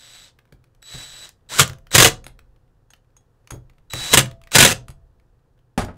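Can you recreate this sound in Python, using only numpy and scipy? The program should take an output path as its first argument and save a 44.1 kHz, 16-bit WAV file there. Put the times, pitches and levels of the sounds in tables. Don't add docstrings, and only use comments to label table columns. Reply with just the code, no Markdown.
import sys
import numpy as np
from scipy import signal
from scipy.fft import rfft, irfft, next_fast_len
from scipy.io import wavfile
from scipy.ndimage import map_coordinates

SR = 44100
rng = np.random.default_rng(int(sys.argv[2]) if len(sys.argv) > 2 else 0)


def persist_wave(psi):
    counts = np.round(np.clip(psi, -1, 1) * 32767).astype(np.int16)
    wavfile.write(sys.argv[1], SR, np.atleast_2d(counts).T)


N = 263276
T = np.arange(N) / SR
AGE = np.arange(SR * 2 // 5) / SR


def amp(db):
    return 10 ** (np.asarray(db) / 20)


def unit(x):
    return x / np.sqrt(np.mean(x ** 2) + 1e-20)


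def along(points, hz):
    f, v = np.transpose(points)
    return np.interp(np.log(hz + 1), np.log(f + 1), v)


def level(s, db):
    return amp(np.interp(T, s, db, left=-200, right=-200))


def wobble(rate):
    knots = rng.standard_normal(int(N * rate / SR) + 4)
    return map_coordinates(knots, [T * rate])


def swell(s, width):
    return np.exp(-((T - s) / width) ** 2)


def decay(seconds, t60):
    return np.exp(-np.log(1000) * seconds / t60)


def burst(t60):
    swelling = 1 - np.exp(-(AGE / .0008) ** 2)
    return rng.standard_normal(len(AGE)) * decay(AGE, t60) * swelling


def ring(modes):
    total = np.zeros(len(AGE))
    for hz, db, t60 in modes:
        strength = amp(db + 2 * rng.standard_normal())
        total += strength * decay(AGE, t60) * np.sin(2 * np.pi * (hz * AGE + rng.random()))
    return total * (1 - np.exp(-AGE / 0.0011))


def add(track, s, sound):
    start = max(round(s * SR), 0)
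    track[start:start + len(sound)] += sound[:N - start]


def coloured(x, spectrum, peaks=(), lift_db=0):
    size = 2 * next_fast_len(N // 2 + SR // 2)
    hz = np.fft.rfftfreq(size, 1 / SR)
    resonances = sum(amp(lift_db + db / 2) / (1 + (2 * (hz - f) / width) ** 2) for f, width, db in peaks)
    gain = amp(along(spectrum, hz)) * (1 + resonances)
    cepstrum = irfft(np.log(np.maximum(unit(gain), 1e-6)))
    cepstrum[1:size // 2] *= 2
    cepstrum[size // 2 + 1:] = 0
    return irfft(rfft(x, size) * np.exp(rfft(cepstrum)), size)[:N]


# first blow in seconds, wait for the second blow in seconds, number of blows.
BURSTS = [(1.594, .0205, 2), (1.9498, .0305, 6), (4.1362, .036, 3), (4.553, .0303, 6)]
BEAT_S, SLOWING_S = .02, .0017
BLOW_DB, LAST_BLOW_DB = 4.3, -10


def full_blows():
    blows = []
    for first, wait, count in BURSTS:
        gaps = [0, wait] + [BEAT_S + SLOWING_S * k for k in range(count - 2)]
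        for k, s in enumerate(first + np.cumsum(gaps)):
            is_last = k == count - 1
            blows.append((s, BLOW_DB + LAST_BLOW_DB * is_last))
    return blows


# start in seconds, end in seconds, strength in dB.
RATCHET = (4.69, 4.725, -10)
REBOUND_S, REBOUND_LOSS_DB = .0054, 2.5
GRAZE_DB = -6
SCATTER_S, SCATTER_DB = .0006, 1.4


def glancing_blows(count=3, size=7):
    grazes = [(s - REBOUND_S, GRAZE_DB) for s, _, _ in BURSTS]
    rebounds = [(s + k * REBOUND_S, db - k * REBOUND_LOSS_DB)
                for s, db in full_blows() for k in range(1, count + 1)]
    start, end, ratchet_db = RATCHET
    ticks = [(s, ratchet_db) for s in np.linspace(start, end, size)]
    hits = np.array(grazes + rebounds + ticks)
    return hits + rng.standard_normal(hits.shape) * [SCATTER_S, SCATTER_DB]


# pitch in Hz, width in Hz,
# prominence in dB (the filter uses half of it, plus a common lift).
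HEAD = [(530, 45, 0), (730, 50, -3), (1453, 70, -6), (1680, 80, -7), (1926, 80, -5), (3150, 140, -7),
        (3425, 130, -1), (3930, 140, 0), (4930, 90, -2), (6250, 130, 0), (6795, 130, -3), (7600, 150, -6)]
# frequency in Hz, relative level in dB.
STRIKE = [(30, -13.5), (70, -7.5), (130, 1.5), (250, -1), (550, -1), (950, -7.5), (1600, -4), (2700, -2.5),
          (3600, -4), (4700, -7), (6300, -5.5), (8500, -5), (11000, -9), (15500, -17.5)]
# lowest in Hz, highest in Hz.
CLANG_HZ = (900, 9000)
BLOW_T60, GLANCE_T60 = .036, .021
PRESSED = .6


def hammer(glance_db=0, shake_db=-23, clang_db=-10.5, lift_db=-3.0):
    chatter, shake = np.zeros(N), np.zeros(N)
    damped = [(hz, db, PRESSED * t60) for hz, db, t60 in BENCH]
    clang_pitches = np.geomspace(*CLANG_HZ, num=50)
    kinds = [(full_blows(), 0, BLOW_T60), (glancing_blows(), glance_db, GLANCE_T60)]
    for hits, gain_db, t60 in kinds:
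        for s, db in hits:
            seat = [(hz, clang_db, t60) for hz in clang_pitches[rng.integers(50, size=6)]]
            contact = (burst(t60) + ring(seat)) / np.sqrt(2)
            add(chatter, s, amp(db + gain_db) * contact)
            add(shake, s, amp(db + gain_db + shake_db) * ring(damped))
    return coloured(chatter, STRIKE, HEAD, lift_db) + shake


# start in seconds, release in seconds, spin-up time in seconds,
# then relative strengths in dB of the gear rattle, the switching whine and the clack of gears taking up.
PULLS = [(-.2, 0.253, 0.049, -53, -55, -58.5), (0.82, 1.248, 0.035, -49, -46.5, -35),
         (1.489, 1.6, .014, -32.5, -43.5, -34), (1.908, 2.07, 0.015, -31.5, -40, -21),
         (3.9, 4.165, 0.038, -33.5, -33.5, -30), (4.511, 4.689, 0.01, -32.5, -40, -16.5)]
# middle in seconds, half length in seconds, extra level in dB.
TIGHT_SPOTS = [(0.156, 0.036, 3), (0.943, 0.051, 6), (1.024, 0.031, 6), (1.234, 0.029, 3.5)]
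SEAT_S, SEAT_DB = 0.021, 9.5
GEAR_RISE_DB, WHINE_RISE_DB = 24, 8
COAST_S, CUT_S = .042, .006


def drive():
    rattle, whine = np.zeros(N), np.zeros(N)
    for start, release, spin_up, rattle_db, tone_db, _ in PULLS:
        lag = np.exp(-np.maximum(T - start, 0) / spin_up)
        off = np.maximum(T - release, 0)
        rattle += (T > start) * amp(rattle_db - GEAR_RISE_DB * lag) * np.exp(-(off / COAST_S) ** 2)
        whine += (T > start) * amp(tone_db - WHINE_RISE_DB * lag) * np.exp(-off / CUT_S)
    tight_db = sum(db * swell(s, width) for s, width, db in TIGHT_SPOTS)
    seating_db = sum(SEAT_DB * swell(s, SEAT_S) for s, _, _ in BURSTS)
    load = amp(tight_db + seating_db)
    return rattle * load, whine * load


# frequency in Hz, relative level in dB.
GEARS = [(150, -2), (350, -6), (520, -2), (900, -4), (1500, -1.5), (3200, -2), (5000, -3.5), (8200, 0),
         (10000, -11), (13000, -13.5), (15500, -18)]
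# frequency in Hz, relative level in dB.
SLOW_GEARS = [(150, -11), (400, -11.5), (550, -4), (1000, -7.5), (1700, 3.5), (2500, -2.5), (3500, 6),
              (5000, 1), (8500, -6), (11000, -21.5), (15500, -23)]
COG_HZ, COG_DB = 176, 2.5
WHINE_HZ = 3922.5


def motor(whine_db=-1, octave_db=-1, third_db=-15, gear_db=3.5, rough_db=3.5, fast_db=-44, ripple=0.31):
    rattle, whine = drive()
    teeth = unit(rng.standard_normal(N) * amp(rough_db * np.tanh(wobble(700))))
    cogging = amp(COG_DB * np.cos(2 * np.pi * COG_HZ * T + 2 * wobble(20)))
    fast = rattle / (rattle + amp(fast_db))
    fast_gears = fast * coloured(teeth, GEARS)
    slow_gears = (1 - fast) * coloured(unit(teeth * cogging), SLOW_GEARS)
    gears = rattle * amp(gear_db) * (fast_gears + slow_gears)
    light = 1 / (1 + whine / amp(-51))
    phase = 2 * np.pi * WHINE_HZ * T + 0.22 * wobble(170)
    overtones = amp(octave_db) * np.sin(2 * phase) + amp(third_db) * np.sin(3 * phase + wobble(290))
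    current = whine * (1 + ripple * wobble(450))
    tone = np.sin(phase) + 2 * light * overtones
    return gears + np.sqrt(2) * amp(whine_db) * current * tone


# time in seconds, pitch in Hz, rms level of the fundamental in dB.
RUN_UPS = [
    [(1.515, 783.6, -46.5), (1.528, 963, -42), (1.548, 1350, -40.5), (1.565, 1537, -40),
     (1.59, 1530, -34.5), (1.62, 1260, -59.5)],
    [(3.96, 590, -66.5), (4.02, 799, -51), (4.055, 947, -50), (4.11, 1140, -50.5), (4.13, 1060, -56.5)],
]


def gear_mesh(octave_db=-5):
    out = np.zeros(N)
    for run in RUN_UPS:
        s, hz, db = np.transpose(run)
        turns = np.cumsum(np.interp(T, s, hz)) / SR
        phase = 2 * np.pi * turns + .3 * wobble(250)
        tone = np.sin(phase) + amp(octave_db) * np.sin(2 * phase)
        out += np.sqrt(2) * level(s, db) * tone
    return out


# time in seconds, strength in dB, extra treble in dB.
CLICKS = [(0.388, -37.5, -27), (.4528, -50, -24), (0.5234, -37.5, -8), (0.6404, -44, -10),
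          (0.748, -52.5, 2), (1.2904, -34.5, 8), (1.677, -27.5, 9.5), (1.6966, -22, -20),
          (1.732, -33.5, -1), (1.7843, -45, 4), (1.8682, -36, -12), (2.3903, -36, -10),
          (2.9348, -32.5, -29.5), (3.473, -34, -4), (3.697, -43.5, -15.5), (3.782, -47, -17.5),
          (3.9347, -12.5, 1.5), (4.2574, -21.5, -16), (4.312, -30, -13.5), (4.415, -39, -7),
          (4.4368, -38, -2.5), (4.4719, -33.5, -13.5), (5.198, -51.5, -26), (5.8474, -31, 5.5)]
# frequency in Hz, relative level in dB.
KNOCK = [(300, -11.5), (900, -7.5), (1500, -2), (2600, -3.5), (4500, -11.5), (8000, -20.5)]
# frequency in Hz, relative level in dB.
SNAP = [(2500, -23.5), (6000, 4), (10000, -3), (15500, -9.5)]
TAKE_UP_S = 0.0063


def clicks(knock_db=-5, snap_db=-4, take_up_treble_db=-2, fidget_db=-69, count=45):
    knock, snap = np.zeros(N), np.zeros(N)
    take_ups = [(start + TAKE_UP_S, db, take_up_treble_db) for start, *_, db in PULLS if start > 0]
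    for s, db, treble_db in CLICKS + take_ups:
        add(knock, s, amp(db + knock_db) * burst(t60=.02))
        add(snap, s, amp(db + treble_db + snap_db) * burst(t60=0.011))
    for when, size in rng.random((count, 2)):
        add(knock, when * N / SR, amp(fidget_db + 10 * size ** 2) * burst(t60=0.023))
    return coloured(knock, KNOCK) + coloured(snap, SNAP)


# time in seconds, strength in dB, extra ring in dB.
CLINKS = [(2.2417, -32.5, -0.5), (2.2652, -23.5, -16), (2.9037, -40.5, 4.5), (2.9624, -54, -4.5),
          (3.166, -42.5, 5.5), (3.2075, -60, 2.5), (3.5048, -28, -0.5), (3.5069, -19.5, -9.5),
          (4.8822, -29, -21), (4.9022, -31.5, -15)]
# pitch in Hz, relative level in dB, seconds to fall 60 dB.
SOCKET = [(3340, -17, 0.19), (3900, -20, 0.12), (5100, -21, 0.11), (6220, 2, 0.021), (6600, 6.5, 0.047),
          (7000, -25, 0.036), (6920, 0, 0.02), (8400, -10, 0.074), (9760, -23, 0.054)]


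def clinks(tick_db=-3, ring_db=-14):
    tick, tone = np.zeros(N), np.zeros(N)
    for s, db, free_db in CLINKS:
        add(tick, s, amp(db + tick_db) * burst(t60=0.015))
        rebound_s = s + rng.uniform(.004, 0.016)
        add(tick, rebound_s, amp(db + tick_db - 14.5) * burst(t60=0.031))
        add(tone, s, amp(db + free_db + ring_db) * ring(SOCKET))
    # Hz, relative dB
    tick_colour = [(400, 5), (1400, 9.0), (4500, 2.5), (6500, -4.0), (10000, 6.0), (15000, -13.5)]
    return coloured(tick, tick_colour) + tone


# pitch in Hz, relative level in dB,
# seconds to fall 60 dB when the tool is not hammering.
BENCH = [(88, -8, .2), (106, -5, .22), (124, 0, .3), (138, -2, .2), (172, -7, .22), (237, -15, .25),
         (318, -15, .16), (368, -15, .22), (479, -17, .13), (531, -18, .16)]
# time in seconds, strength in dB.
THUMPS = [(0.524, -39), (0.942, -28.5), (1.697, -32), (2.265, -40.5), (3.515, -24), (3.539, -27.5),
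          (3.937, -19), (4.892, -35.5)]
# time in seconds, strength in dB, extra clack in dB.
LANDINGS = [(5.7765, -10.5, -6.5), (5.788, -14.5, -8.5), (5.813, -20.5, -8), (5.8818, -26.5, -29)]
# time in seconds, rms level in dB before a random flutter's swing.
SLIDE = [(5.83, -58), (5.89, -63.5), (5.93, -74), (5.97, -63.5)]
# frequency in Hz, relative level in dB.
PUSH = [(15, -6.5), (40, 1), (90, -4.5), (220, -16), (550, -15.5), (1000, -30), (2500, -44)]
# frequency in Hz, relative level in dB.
THUD = [(15, -40), (25, -3), (210, 2), (280, -5), (357, -4), (456, -8.5), (887, -5.5), (969, -11),
        (1130, -10), (1240, -8), (5000, -40.5), (6500, -57.5), (11000, -120)]
# frequency in Hz, relative level in dB.
CLACK = [(600, -23.5), (1500, -2), (3000, -6.5), (6000, -11.5), (10000, -12.5), (15500, -32)]


def bench(push_db=-10, bump_db=-7, thud_db=-5.5, thud_t60=0.15, clack_db=-9, clack_t60=0.14, top_db=-20):
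    boom, push, thud = np.zeros(N), np.zeros(N), np.zeros(N)
    scrape = unit(rng.standard_normal(N) * amp(11.0 * wobble(250)))
    clack = level(*np.transpose(SLIDE)) * scrape
    for s, db in THUMPS:
        add(boom, s, amp(db + push_db) * ring(BENCH))
        add(push, s, amp(db + bump_db) * burst(t60=0.13))
    for s, db, hard_db in LANDINGS:
        add(boom, s, amp(db + top_db) * ring(BENCH))
        add(thud, s, amp(db + thud_db) * burst(thud_t60))
        add(clack, s, amp(db + hard_db + clack_db) * burst(clack_t60))
    return boom + coloured(push, PUSH) + coloured(thud, THUD) + coloured(clack, CLACK)


# start in seconds, pitch in Hz, peak level in dB.
AFTER_RINGS = [(1.6, 531, -52), (1.62, 668, -55), (2.07, 531, -50), (4.19, 668, -43), (4.72, 668, -53)]


def casting(t60=1.0):
    out = np.zeros(N)
    for s, hz, db in AFTER_RINGS:
        tone = np.sin(2 * np.pi * hz * (T - s))
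        out += amp(db) * (T > s) * decay(np.abs(T - s), t60) * tone
    return out


# frequency in Hz, seconds to fall 60 dB.
ROOM = [(100, 0.51), (300, 0.26), (700, 0.27), (2000, 0.17), (5000, 0.19), (13000, 0.13)]


def room(x, build=0.0044):
    out = np.zeros(N)
    for start in range(0, N, SR // 2):
        hz, t, z = signal.stft(rng.standard_normal(len(AGE)), SR, nperseg=256)
        faded = z * decay(t, along(ROOM, hz)[:, None])
        tail = signal.istft(faded, SR, nperseg=256)[1][:len(AGE)]
        tail = tail * (1 - np.exp(-AGE / build))
        echo = signal.fftconvolve(x[start:start + SR // 2], tail / np.linalg.norm(tail))
        add(out, start / SR, echo)
    return out


# frequency in Hz, relative level in dB.
AIR = [(15, -41), (25, -7), (48, -15), (122, -3), (198, -20), (233, -18), (399, -19.5), (537, -17),
       (582, -30.5), (648, -23), (1850, -33.5), (2120, -42), (2490, -40.5), (15500, -51.5)]
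# frequency in Hz, relative level in dB.
RUMBLE = [(15, -7), (32, 4.5), (70, -6.5), (130, -16), (300, -32.5), (900, -82)]


def background(air_db=-62, hum_db=-67, rest_db=-65, push_sway_db=-25, blow_sway_db=-53,
               landing_sway_db=-38, sway_t60=2.2):
    jolts = [(s, db + push_sway_db) for s, db in THUMPS]
    jolts += [(s, db + blow_sway_db) for s, db in full_blows()]
    jolts += [(s, db + landing_sway_db) for s, db, _ in LANDINGS]
    power = amp(rest_db) ** 2
    for s, db in jolts:
        power = power + (T > s) * (amp(db) * decay(np.abs(T - s), sway_t60)) ** 2
    rumble = np.sqrt(power) * coloured(rng.standard_normal(N), RUMBLE)
    hum = amp(hum_db + 2 * wobble(2.8)) * np.sin(2 * np.pi * 120 * T + .5 * wobble(2.3))
    air = amp(air_db + wobble(2)) * coloured(rng.standard_normal(N), AIR)
    return rumble + hum + air


def scene(blow_room_db=-14, room_db=-11):
    blows = hammer()
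    rest = motor() + gear_mesh() + clicks() + clinks() + bench()
    echo = room(amp(blow_room_db) * blows + amp(room_db) * rest)
    return (blows + rest + echo + casting() + background())[None]


TOP_HZ = 15800


def record(dry):
    clipped = dry / (1 + np.abs(dry / .92) ** 5) ** (1 / 5)
    size = next_fast_len(N + SR // 2)
    passband = np.clip((TOP_HZ - np.fft.rfftfreq(size, 1 / SR)) / 100, 0, 1)
    return irfft(rfft(clipped, size) * passband, size)[:, :N]


dry = scene()
out = record(dry)
persist_wave(out)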